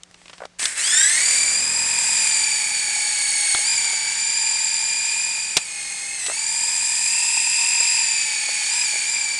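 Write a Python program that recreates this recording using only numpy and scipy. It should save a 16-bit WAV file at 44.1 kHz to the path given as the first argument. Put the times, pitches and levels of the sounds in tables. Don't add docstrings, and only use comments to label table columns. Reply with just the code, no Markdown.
import sys
import numpy as np
from scipy import signal
from scipy.fft import rfft, irfft, next_fast_len
from scipy.io import wavfile
from scipy.ndimage import uniform_filter1d

SR = 44100
rng = np.random.default_rng(int(sys.argv[2]) if len(sys.argv) > 2 else 0)


def dump(signal):
    limited = np.clip(np.atleast_2d(signal).T, -1, 1)
    pcm = np.round(limited * 32767).astype(np.int16)
    wavfile.write(sys.argv[1], SR, pcm)


N = 414099
TIME_S = np.arange(N) / SR

# (frequency [Hz], relative density [dB])
AIR_SPECTRUM = [(15, -35), (25, 1), (76, -4), (118, -2.5), (197, -9.5), (291, -4.5), (6290, -13.5),
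                (10000, -21), (12000, -48), (15600, -78), (22000, -120)]
KNOCK_SPECTRUM = [(60, 0), (300, -7), (620, 5), (900, -8), (1400, -2), (2500, -25), (6000, -36)]
TICK_SPECTRUM = [(30, -52), (120, -1), (350, -10), (700, 1.5), (1500, -0.5), (3000, 3.5), (4500, 2),
                 (6500, 0), (9500, -3), (11200, -25)]
RATTLE_SPECTRUM = [(150, -27), (700, -18), (1300, -12), (1700, 1.5), (2200, 5), (3000, -4.5), (4200, -5.5),
                   (5200, -1.5), (6200, -1), (8100, 7), (8900, 1), (10300, -6.5), (11000, -20.5),
                   (12200, -28)]
# (time [s], level [dB], high-pass corner [Hz])
KNOCK_HITS = [(.404, -23, 550), (0.419, -16, 550), (0.436, -18.5, 550), (0.451, -23, 550),
              (3.547, -21, 79.9), (3.586, -23, 301.3), (3.93, -22.5, 451), (5.569, -13, 156.8),
              (6.283, -16.5, 552), (6.298, -15, 550), (6.314, -20, 551), (7.805, -19.5, 553.4),
              (8.49, -21.5, 388.4), (8.936, -32, 306), (8.957, -25, 401)]
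# (time [s], level [dB], treble gain [dB], t60 [s])
TICK_HITS = [(0.034, -22.5, 23, 0.013), (.112, -37, -2, 0.012), (0.143, -29.5, -13, 0.022),
             (0.216, -37, -13, 0.018), (0.257, -33, -9, 0.034), (.281, -31, -16, 0.026),
             (0.296, -30, -24, 0.048), (0.331, -30.5, -23, 0.078), (.381, -33, -19, 0.046),
             (0.454, -23, -24, 0.018), (0.595, -15.5, 3, 0.021), (0.615, -25, -7, 0.032),
             (0.629, -12, 2, 0.019), (0.643, -26, -3, 0.018), (0.6549, -4.5, 28, 0.029),
             (3.548, -9, -9, 0.031), (3.845, -11, 24, 0.015), (5.5684, 2.5, 11, 0.026),
             (5.572, -9.5, -2, 0.072), (6.263, -14, 8, 0.042)]
# (time [s], tooth rate [Hz])
THROTTLE_CURVE = [(.8, 1323), (.87, 1638), (.95, 1785), (1.13, 2082), (1.27, 2348), (1.5, 2356),
                  (1.65, 2467), (2.12, 2446), (2.6, 2294), (3.63, 2204), (3.85, 2350), (4.03, 2302),
                  (4.33, 2401), (5.25, 2422), (5.7, 2355), (6.3, 2317), (6.65, 2453), (7.95, 2461),
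                  (8.4, 2260), (9.0, 2267), (9.39, 2346)]
# (start [s], duration [s], tooth rate change [Hz])
STICK_STEPS = [(3.636, .12, 179), (5.636, 0.65, -185), (6.175, .16, -150), (8.689, .15, 223.5),
               (9.05, 0.16, 135)]
# (time [s], tooth rate [Hz], level [dB])
LOWER_DRIVE_CURVE = [(.8, 1181, -58), (1.03, 1630, -21.5), (1.3, 2116, -33.5), (1.6, 2426, -36.5),
                     (2.0, 2514, -35.5), (2.8, 2400, -31.5), (3.55, 2348, -48), (3.9, 2200, -30),
                     (4.4, 2395, -38), (5.2, 2439, -30), (6.0, 2490, -40), (6.32, 2668, -36.5),
                     (6.45, 2434, -45), (6.9, 2470, -44), (7.15, 2627, -27.5), (7.9, 2626, -29),
                     (8.55, 2424, -31), (9.39, 2314, -29.5)]
# (time [s], level [dB])
WHINE_CURVE = [(0.8, -29.5), (0.95, -20.5), (1.4, -22), (1.7, -25.5), (2.25, -23.5), (2.75, -25),
               (3.55, -22.5), (4.15, -26.5), (4.45, -24), (5.25, -28), (5.6, -32.5), (6.25, -29),
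               (6.6, -26.2), (7.1, -25.5), (7.95, -22.5), (8.25, -26.5), (8.8, -25), (9.39, -28.5)]
RATTLE_CURVE = [(.63, -29), (.67, -30.5), (.75, -38), (.78, -28), (.93, -25), (1.38, -25.5), (1.65, -31),
                (2.25, -25.5), (2.7, -29), (3.6, -26), (4.1, -28), (5.2, -29.5), (5.6, -34), (6.15, -35.5),
                (6.3, -32.5), (6.8, -30), (7.95, -26.5), (8.35, -27), (8.8, -26), (9.39, -30.5)]
TREBLE_CURVE = [(1.05, 3.5), (1.6, 3), (2.8, 1), (3.5, 1), (4.1, -4), (5.2, -.5), (6.3, 2.5), (7.2, 4.5),
                (8.35, -4), (8.8, -2), (9.39, -2.5)]
# (frequency [Hz], gain [dB])
SHELL_RESPONSE = [(1350.0, -43), (1750.0, -9.5), (2050.0, -7.5), (2350.0, -9.5), (2900.0, -7.5),
                  (3400.0, -4), (4200.0, -10.5), (4800.0, -2.5), (6100.0, -8.5), (6750.0, -5.5),
                  (7150.0, 1), (7900.0, -1), (8800.0, -6.5), (9200.0, -9), (9900.0, -12)]
# (centre [s], half width [s], boost [dB])
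SQUEAL_SWELLS = [(1.066, .07, 5.5), (3.48, 0.29, 5), (6.247, .09, 2)]
BLADE_HARMONICS_DB = [-11, -1.5, -7, -1, -6, -4]
UPPER_HARMONICS_DB = [1.46, 0.1, 0.5, 0.5, -1]
LOWER_HARMONICS_DB = [-1.5, -12.5, -11]
LOWER_SLOW_HARMONICS_DB = [-1, 9]

HOVER_HZ, TEETH_PER_BLADE = 2403, 58.4
LIFT_OFF_S, CLIMB_M_PER_S = 1.59, 1.1
CONTROL_STEP = 16


def from_db(db):
    return np.exp(np.asarray(db) * (np.log(10) / 20))


def unit_rms(x):
    return x / np.sqrt(np.mean(x ** 2) + 1e-20)


def curves(rows):
    times_s, *columns = np.transpose(rows)
    return [np.interp(TIME_S, times_s, column) for column in columns]


def spectrum_db(spectrum, hz):
    points_hz, db = np.transpose(spectrum)
    return np.interp(np.log(hz), np.log(points_hz), db)


def ramp(start_s, length_s):
    return np.clip((TIME_S - start_s) / length_s, 0, 1)


def lag(x, tau_s):
    pole = np.exp(-1 / (tau_s * SR))
    return signal.lfilter([1 - pole], [1, -pole], x + 1e-18)


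def butter(x, kind, corner_hz, order=2):
    return signal.sosfilt(signal.butter(order, corner_hz, kind, fs=SR, output="sos"), x + 1e-18)


def flicker(corner_hz):
    white = rng.standard_normal(next_fast_len(N // CONTROL_STEP + 2))
    hz = np.fft.rfftfreq(len(white), CONTROL_STEP / SR)
    drift = unit_rms(irfft(rfft(white) / (1 + (hz / corner_hz) ** 2)))
    return np.interp(np.arange(N) / CONTROL_STEP, np.arange(len(drift)), drift)


def noise(spectrum):
    size = next_fast_len(N)
    hz = np.maximum(np.fft.rfftfreq(size, 1 / SR), 1)
    gain = from_db(spectrum_db(spectrum, hz))
    return unit_rms(irfft(rfft(rng.standard_normal(size)) * gain)[:N])


def phase_rad(hz):
    return 2 * np.pi * (np.cumsum(hz) / SR + rng.random())


def burst(source, start_s, level_db, t60_s):
    age_s = np.arange(SR // 5) / SR
    start = int(start_s * SR)
    span = slice(start, start + len(age_s))
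    out = np.zeros(N)
    out[span] = source[span] * from_db(level_db - 60 * age_s / t60_s) / 2
    return out


def street(air_db=-57, hum_db=-64, hum_hz=178):
    air = noise(AIR_SPECTRUM)
    hum = unit_rms(np.sin(phase_rad(hum_hz * (1 + 0.0049 * flicker(2.1)))))
    return from_db(air_db) * air + from_db(hum_db) * hum


def knocks(t60_s=0.032):
    body = noise(KNOCK_SPECTRUM)
    hits = sum(butter(burst(body, s, db, t60_s), "high", hz) for s, db, hz in KNOCK_HITS)
    return butter(hits, "low", 5400)


def ticks():
    body = noise(TICK_SPECTRUM)
    dull = butter(body, "low", 2700, order=1)
    hits = 0
    for start_s, level_db, treble_db, t60_s in TICK_HITS:
        ring = unit_rms(dull + from_db(treble_db) * (body - dull))
        hits += burst(ring, start_s, level_db, t60_s)
    return butter(hits, "low", 11200, order=8)


def upper_tooth_hz(motor_lag_s=0.027):
    stick_hz = sum(hz * ((TIME_S > s) & (TIME_S < s + held_s)) for s, held_s, hz in STICK_STEPS)
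    return curves(THROTTLE_CURVE)[0] + lag(stick_hz, motor_lag_s)


def near_ground(reach_m=0.9):
    height_m = CLIMB_M_PER_S * np.maximum(TIME_S - LIFT_OFF_S, 0)
    return 1 / (1 + (height_m / reach_m) ** 2)


def rotors(upper_hz, beat_db_per_octave=32):
    wash_db = -52.5 + 9.5 * near_ground()
    beat_db = -64.5 + 12 * near_ground(reach_m=1.3) + beat_db_per_octave * np.log2(upper_hz / HOVER_HZ)
    blade_rad = phase_rad(upper_hz / TEETH_PER_BLADE)
    beats = sum(from_db(db + 2 * flicker(1.8)) * np.sin(k * blade_rad)
                for k, db in enumerate(BLADE_HARMONICS_DB, 1))
    wash = noise([(20, -7), (120, -11), (250, -4.5), (600, -0.5), (1200, 2), (4000, -38)])
    return from_db(beat_db) * beats * ramp(0.73, 1) + from_db(wash_db) * wash * ramp(0.64, 0.7)


def rattle(upper_hz, engage_s=0.5847, rasp_db_per_octave=5):
    hiss = noise(RATTLE_SPECTRUM)
    low = butter(hiss, "low", 1790, order=3)
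    mid = butter(butter(hiss, "high", 2690, order=3), "low", 5470, order=3)
    high = butter(hiss, "high", 7530, order=3)
    level_db, = curves(RATTLE_CURVE)
    treble_db, = curves(TREBLE_CURVE)
    rasp_db = rasp_db_per_octave * np.log2(HOVER_HZ / upper_hz)
    low_db = -28.5 + rasp_db + 0.75 * (level_db - level_db.mean()) + 6 * near_ground()
    mid_db, high_db = level_db + 5, level_db + treble_db + 4.5
    running = low * from_db(low_db) - mid * from_db(mid_db) + high * from_db(high_db)
    rustle = (2 * (low - mid) + high) * from_db(-55.5) * ramp(0, 0.29) * (1 - ramp(0.46, 0.02))
    blade_rad = phase_rad(upper_hz / TEETH_PER_BLADE)
    pulse_db = 0.6 * (np.sin(blade_rad) + np.sin(2 * blade_rad))
    grain = unit_rms(from_db(flicker(280) + pulse_db))
    return (running * ramp(engage_s, 0.019) + rustle) * grain


def blade_pattern(blade_rad):
    blade_rad, turn = blade_rad[::CONTROL_STEP], flicker(1.5)[::CONTROL_STEP]
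    pattern = sum(np.sin(k * blade_rad + rng.uniform(0, 2 * np.pi) + turn * rng.standard_normal()) / k
                  for k in range(1, 5))
    return np.interp(np.arange(N) / CONTROL_STEP, np.arange(len(pattern)), unit_rms(pattern))


def gear_wobble(upper_hz):
    throttle_hz, = curves(THROTTLE_CURVE)
    rise_hz_per_s = uniform_filter1d(np.gradient(throttle_hz) * SR, size=SR // 5)
    effort = 0.98 + 3.1 * np.log2(upper_hz / HOVER_HZ) + 0.000608 * rise_hz_per_s
    return np.clip(effort, 0.502, 1.09)


def gear(motor_hz, harmonics_db, wobble, sway, jitter, throb_db, smear, rough_db, ratio=1):
    tooth_hz = motor_hz * ratio
    blade_rad = phase_rad(motor_hz / TEETH_PER_BLADE * (1 + 0.006 * flicker(4)))
    swing = sway * (np.sin(blade_rad) + 0.3 * np.sin(blade_rad / 2)) + jitter * flicker(130)
    mesh_rad = phase_rad(tooth_hz * (1 + wobble * swing))
    out = 0
    for k, db in enumerate(harmonics_db, 1):
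        chop = from_db(throb_db * blade_pattern(blade_rad) + rough_db * flicker(70 * k))
        tone = unit_rms(chop * np.sin(k * mesh_rad + smear * wobble * blade_pattern(blade_rad)))
        rolloff_db = np.interp(k * tooth_hz, [10200, 11000], [0, -28])
        out += from_db(db + rolloff_db) * tone
    return out


def upper_levels_db(upper_hz, whine_db):
    coast_hz = np.minimum(upper_hz - curves(THROTTLE_CURVE)[0], 0)
    slack_db = -6.5 * (coast_hz / 337.2) ** 2
    levels_db = [whine_db + db + spectrum_db(SHELL_RESPONSE, k * upper_hz) + slack_db / k
                 for k, db in enumerate(UPPER_HARMONICS_DB, 1)]
    levels_db[3] += sum(db * np.exp(-((TIME_S - s) / half_s) ** 2) for s, half_s, db in SQUEAL_SWELLS)
    return levels_db


def gear_whine(upper_hz, slow_db_per_octave=29):
    lower_hz, lower_db = curves(LOWER_DRIVE_CURVE)
    whine_db, = curves(WHINE_CURVE)
    wobble = gear_wobble(upper_hz)
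    upper = gear(upper_hz, upper_levels_db(upper_hz, whine_db), wobble,
                 sway=0.014, jitter=0.007, throb_db=2.4, smear=0.45, rough_db=2.9)
    lower = gear(lower_hz, [lower_db + db for db in LOWER_HARMONICS_DB], wobble,
                 sway=0.011, jitter=0.006, throb_db=3.5, smear=0.5, rough_db=2.5)
    upper_slow_db = whine_db - 18 + slow_db_per_octave * np.log2(upper_hz / HOVER_HZ)
    upper_slow = gear(upper_hz, [upper_slow_db], wobble,
                      sway=0.015, jitter=0.017, throb_db=3.3, smear=0.45, rough_db=3.2, ratio=0.379)
    lower_slow = gear(lower_hz, [whine_db - 27.5 + db for db in LOWER_SLOW_HARMONICS_DB], wobble,
                      sway=0.012, jitter=0.009, throb_db=3, smear=0.4, rough_db=2.5, ratio=0.3535)
    return (upper + lower) * ramp(0.75, 0.051) + (upper_slow + lower_slow) * ramp(LIFT_OFF_S, 0.15)


def scene():
    upper_hz = upper_tooth_hz()
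    helicopter = gear_whine(upper_hz) + rattle(upper_hz) + rotors(upper_hz)
    return (helicopter + ticks() + knocks() + street())[None]


def gain_control(x, limit_db=-11.5, attack_s=0.028, release_db_per_s=16):
    power = uniform_filter1d(x ** 2, size=128)
    over_db = np.maximum(10 * np.log10(np.maximum(power, 1e-12)) - limit_db, 0)
    release_db = release_db_per_s * TIME_S
    held_db = np.maximum.accumulate(over_db + release_db, axis=-1) - release_db
    return x * from_db(-lag(held_db, attack_s))


def record(dry):
    ceiling, cutoff_hz = 0.72, 12300
    clipped = dry / (1 + (dry / ceiling) ** 4) ** (1 / 4)
    lowpass = signal.ellip(10, 0.2, 80, cutoff_hz, fs=SR, output="sos")
    return signal.sosfilt(lowpass, gain_control(clipped))


dry = scene()
out = record(dry)
dump(out)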